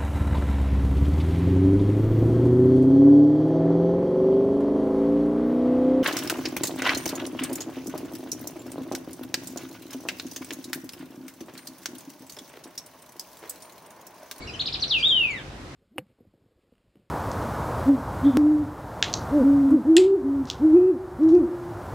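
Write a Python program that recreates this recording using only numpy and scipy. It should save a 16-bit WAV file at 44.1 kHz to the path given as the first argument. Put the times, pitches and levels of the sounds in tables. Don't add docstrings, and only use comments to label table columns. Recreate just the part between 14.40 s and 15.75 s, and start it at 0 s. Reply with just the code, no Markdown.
import sys
import numpy as np
from scipy import signal
from scipy.fft import rfft, irfft, next_fast_len
from scipy.io import wavfile
from scipy.ndimage import uniform_filter1d, map_coordinates

SR = 44100
rng = np.random.default_rng(int(sys.argv[2]) if len(sys.argv) > 2 else 0)


def undo_db(level):
    steps = np.asarray(level, float) / 20
    return 10 ** steps


def output_pcm(signal):
    pcm = np.clip(np.atleast_2d(signal).T, -1, 1) * 32767
    wavfile.write(sys.argv[1], SR, np.round(pcm).astype(np.int16))


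N = 59535


def unit(x):
    return x / np.sqrt(np.mean(x ** 2) + 1e-20)


def along(points, hz):
    point_hz, value = np.transpose(points)
    return np.interp(np.log(hz + 1), np.log(point_hz + 1), value)


def wobble(rate):
    knots = rng.standard_normal(int(N * rate / SR) + 4)
    return map_coordinates(knots, [np.arange(N) * rate / SR])


def filtered(x, response):
    size = next_fast_len(N + 8192)
    return irfft(rfft(x, size) * response(np.fft.rfftfreq(size, 1 / SR)), size)[..., :N]


def fade(t, start, end):
    return np.sin(np.pi / 2 * np.clip(np.minimum(t - start, end - t) / .005, 0, 1)) ** 2


# (harmonic number, level under the fundamental [dB])
UPPER_HARMONICS = [(3, -64), (4, -54), (5, -49), (6, -51)]
QUIVER = 0.0042
FLUTTER_DB, OVERTONE_FLUTTER_DB = 1.5, 3.5
BEAK_OPENS_S, CLOSED_BEAK_DB = .66, -20


def syrinx(hz, db, overtone_db, gate, throat=((3000, 0),)):
    hz = hz * (1 + QUIVER * wobble(150))
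    phase = 2 * np.pi * np.cumsum(hz) / SR
    beak_db = CLOSED_BEAK_DB * np.clip((BEAK_OPENS_S - np.arange(N) / SR) / .02, 0, 1)
    overtones = [(2, overtone_db)] + [(k, level + beak_db) for k, level in UPPER_HARMONICS]
    partials = [(1, 0)] + [(k, level + OVERTONE_FLUTTER_DB * wobble(120)) for k, level in overtones]
    tone = 0
    for k, level in partials:
        audible = k * hz < SR / 2
        tone = tone + undo_db(level + along(throat, k * hz)) * np.sin(k * phase) * audible
    return np.sqrt(2) * undo_db(db + FLUTTER_DB * wobble(61.54)) * gate * tone


# (frequency [Hz], gain [dB])
THROAT = [(1800, -16.5), (2400, -10), (3000, -3), (3900, 8.5), (4600, 2), (5500, -6.5), (7000, -2.5),
          (9000, -27.5)]
LOW_HZ = 1950
RISE_BEND = 1.5
SWELL_DB = 8


def short_notes(rows, end_hz, overtone_db, fall_bend):
    t, out = np.arange(N) / SR, 0
    for start, rise, fall, top_hz, db in rows:
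        up = 1 - np.clip(1 - (t - start) / rise, 0, 1) ** RISE_BEND
        down = np.clip(1 - (t - start - rise) / fall, 0, 1) ** fall_bend
        hz = LOW_HZ + (top_hz - LOW_HZ) * up - (top_hz - end_hz) * (1 - down)
        hz = uniform_filter1d(hz, round(.004 * SR))
        gate = fade(t, start, start + rise + fall)
        out = out + syrinx(hz, db + SWELL_DB * (up - 1), overtone_db, gate, THROAT)
    return out


def long_note(rows):
    t = np.arange(N) / SR
    s, *columns = np.transpose(rows)
    hz, db, overtone_db = [uniform_filter1d(np.interp(t, s, c), size=130) for c in columns]
    return syrinx(hz, db, overtone_db, fade(t, s[0], s[-1]))


# (time [s], pitch [Hz], level [dB], overtone [dB])
OPENING = [
    (.017, 2150, -50, -11),
    (.024, 2257, -40.5, -8),
    (.036, 2225, -41.5, -9),
    (.044, 2160, -51, -8),
]


def opening_note():
    return long_note(OPENING)


# (start [s], rise [s], fall [s], top pitch [Hz], level [dB])
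SOFT_NOTES = [
    (.069, .010, .025, 2880, -35),
    (.129, .012, .026, 3190, -37),
]


def soft_notes():
    return short_notes(SOFT_NOTES, end_hz=2300, overtone_db=-10, fall_bend=.8)


# (start [s], rise [s], fall [s], top pitch [Hz], level [dB])
FIRST_CHIRP = [
    (.187, 0.021, .021, 4484, -32.5),
]
CHIRPS = [
    (.252, .017, .027, 5390, -31),
    (.320, .018, .027, 5530, -31),
]


def chirps():
    first = short_notes(FIRST_CHIRP, LOW_HZ, overtone_db=-18, fall_bend=1.2)
    return first + short_notes(CHIRPS, end_hz=2285, overtone_db=-18, fall_bend=2.1)


# (time [s], pitch [Hz], level [dB], overtone [dB])
HOOK = [
    (.391, 1550, -62, -30.5),
    (.397, 3313, -34.5, -49),
    (.402, 5780, -44.5, -51),
    (.407, 6220, -44.5, -51),
    (.418, 5100, -39, -45.5),
    (.427, 4360, -20.5, -45),
    (.438, 3736, -27, -32),
    (.447, 1950, -43.5, -29.5),
]


def hook():
    return long_note(HOOK)


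# (time [s], pitch [Hz], level [dB], overtone [dB])
SWOOP = [
    (.473, 2300, -71.5, -21.5),
    (.481, 5650, -37, -48.5),
    (.487, 6090, -51, -45.5),
    (.512, 3868, -23, -46.5),
    (.527, 3305, -22.5, -53.5),
    (.548, 2806, -21, -37.5),
    (.573, 2557, -22, -37.5),
    (.59, 2395, -45.5, -12.5),
    (.615, 2350, -33, -3.5),
]
WHISTLE = [
    (.615, 2330, -47, -10),
    (.623, 2490, -42.5, -25),
    (.63, 3150, -22, -39.5),
    (.662, 3705, -17.5, -45.5),
    (.686, 3790, -25, -33),
    (.722, 3186, -18.5, -43.5),
    (.755, 3091, -22.5, -51),
]
GLIDE = [
    (.755, 3090, -24, -46),
    (.845, 2590, -24, -47),
    (.862, 2500, -31, -40),
    (.91, 2260, -32, -27),
    (.96, 1950, -41, -17),
    (.97, 1880, -43, -4),
    (.985, 1760, -43, -1),
    (1.0, 1550, -48, 3),
    (1.01, 1520, -56, 3),
]


def swoop_and_whistle():
    return long_note(SWOOP + WHISTLE[1:] + GLIDE[1:])


# (time [s], level [dB])
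RASP = [
    (0.57, -78.5),
    (.585, -48.5),
    (.615, -51),
    (.635, -88.5),
]
# (frequency [Hz], density [dB per Hz])
RASP_COLOUR = [(3000, -57), (4500, 0), (6000, 0.5), (8000, -9.5), (13000, -29.5), (15700, -35.5)]


def rasp():
    s, db = np.transpose(RASP)
    air = unit(filtered(rng.standard_normal(N), lambda hz: undo_db(along(RASP_COLOUR, hz))))
    return air * undo_db(np.interp(np.arange(N) / SR, s, db, left=-120, right=-120))


def bird():
    return opening_note() + soft_notes() + chirps() + hook() + swoop_and_whistle() + rasp()


# (delay left [s], delay right [s], level left [dB], level right [dB])
ECHOES = [(.0020, .0021, -13, -12), (.0044, .0046, -13, -14), (.0078, .0084, -13, -15),
          (.0101, .0100, -13, -15), (.0121, .0124, -7, -7.5), (.0147, .0149, -17, -12),
          (.0195, .0200, -14, -14), (.0224, .0219, -16, -15), (.0300, .0320, -16, -16)]
# (frequency [Hz], time to fall 60 dB [s])
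GARDEN_DECAY = [(1500, 0.35), (3500, .4), (8000, 0.54)]
GARDEN_DB, GARDEN_DELAY_S, BIRD_PAN_DB = -6, .008, 0.8


def garden(x):
    def near(hz):
        response = 1
        for left_s, right_s, left_db, right_db in ECHOES:
            delay = np.array([[left_s], [right_s]])
            response = response + undo_db([[left_db], [right_db]]) * np.exp(-2j * np.pi * hz * delay)
        return response

    hz, t, z = signal.stft(rng.standard_normal((2, SR // 2)), SR, nperseg=256)
    decay = undo_db(-60 * t / along(GARDEN_DECAY, hz)[:, None])
    tail = signal.istft(z * decay, SR, nperseg=256)[1]
    late = np.pad(x, (round(GARDEN_DELAY_S * SR), 0))[None]
    scattered = signal.fftconvolve(late, tail / np.linalg.norm(tail[0]), axes=1)[:, :N]
    return filtered(x, near) * undo_db([[BIRD_PAN_DB], [-BIRD_PAN_DB]]) + undo_db(GARDEN_DB) * scattered


# (start [s], length [s], pitch [Hz], level [dB], pan [dB])
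FAR_CALLS = [(.005, .16, 4020, -57, 0), (.004, .018, 7420, -67, 0), (.023, .015, 7420, -63, 0),
             (.04, .016, 7420, -63, 0), (.40, .075, 7420, -69, 0), (.7, .06, 7420, -71, 0),
             (.903, .021, 6920, -48, 0), (.906, .045, 6400, -65, 0), (.926, .026, 6940, -63, 0),
             (.82, .06, 4600, -63, 0), (.2, .24, 740, -58, 0)]


def far_calls():
    t, out = np.arange(N) / SR, 0
    for start, length, hz, db, pan_db in FAR_CALLS:
        drift = np.array([wobble(40), wobble(40)])
        level = undo_db(db + 1.8 * wobble(46) + np.array([[pan_db], [-pan_db]]))
        tone = np.sin(2 * np.pi * hz * t + 0.43 * drift) * level
        out = out + np.sqrt(2) * tone * fade(t, start, start + length)
    return out


# (frequency [Hz], density [dB per Hz])
TRAFFIC = [(30, -34.5), (44, -6.5), (80, -3), (190, -8.5), (300, -5), (450, -11), (1200, -15), (15600, -49)]
# (frequency [Hz], gain [dB])
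AIR = [(1200, 0.5), (2400, 4.5), (5100, 8.5), (9000, 6), (15600, -4)]
# (frequency [Hz], left-right likeness [-1 to 1])
ALIKE = [(50, .99), (300, 0.92), (600, 0.78), (1200, .15), (4000, 0.16), (12000, 0.16)]
# (frequency [Hz], left minus right [dB])
TRAFFIC_PAN = [(100, 0.9), (500, 1), (1200, -2.8), (5000, 0)]
TRAFFIC_DB = -42


def traffic():
    z = signal.stft(rng.standard_normal((2, N + 512)), nperseg=512)[2]
    patches = uniform_filter1d(rng.standard_normal(z.shape[1:]), size=6, axis=0)
    patches = uniform_filter1d(patches, size=12, axis=1)
    pair = signal.istft(z * undo_db(0.79 * unit(patches)), nperseg=512)[1][:, :N]

    def mid_side(hz):
        turn = np.arccos(np.clip(along(ALIKE, hz), -1, 1)) / 2
        return undo_db(along(TRAFFIC, hz) + along(AIR, hz)) * [np.cos(turn), np.sin(turn)]

    mid, side = filtered(pair, mid_side)
    rush = np.array([mid + side, mid - side]) / np.std(mid)
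    return undo_db(TRAFFIC_DB) * filtered(rush, lambda hz: undo_db(along(TRAFFIC_PAN, hz) * [[.5], [-.5]]))


# (frequency [Hz], level [dB])
DRONE = [(47.5, -53.5), (94, -55.5), (141, -51.5)]


def motor():
    t, drone = np.arange(N) / SR, 0
    for hz, db in DRONE:
        level = undo_db(db + 1.8 * wobble(9.7)) * np.sqrt(2)
        drone = drone + level * np.sin(2 * np.pi * hz * t + 0.51 * wobble(7.4))
    return drone * undo_db([[.6], [-.6]])


def scene():
    return garden(bird()) + far_calls() + traffic() + motor()


def top_cut(x):
    return signal.sosfilt(signal.butter(12, 15760, fs=SR, output="sos"), x)


def record(dry):
    mix = filtered(dry, lambda hz: hz < 15750)
    return top_cut(mix)


dry = scene()
out = record(dry)
output_pcm(out)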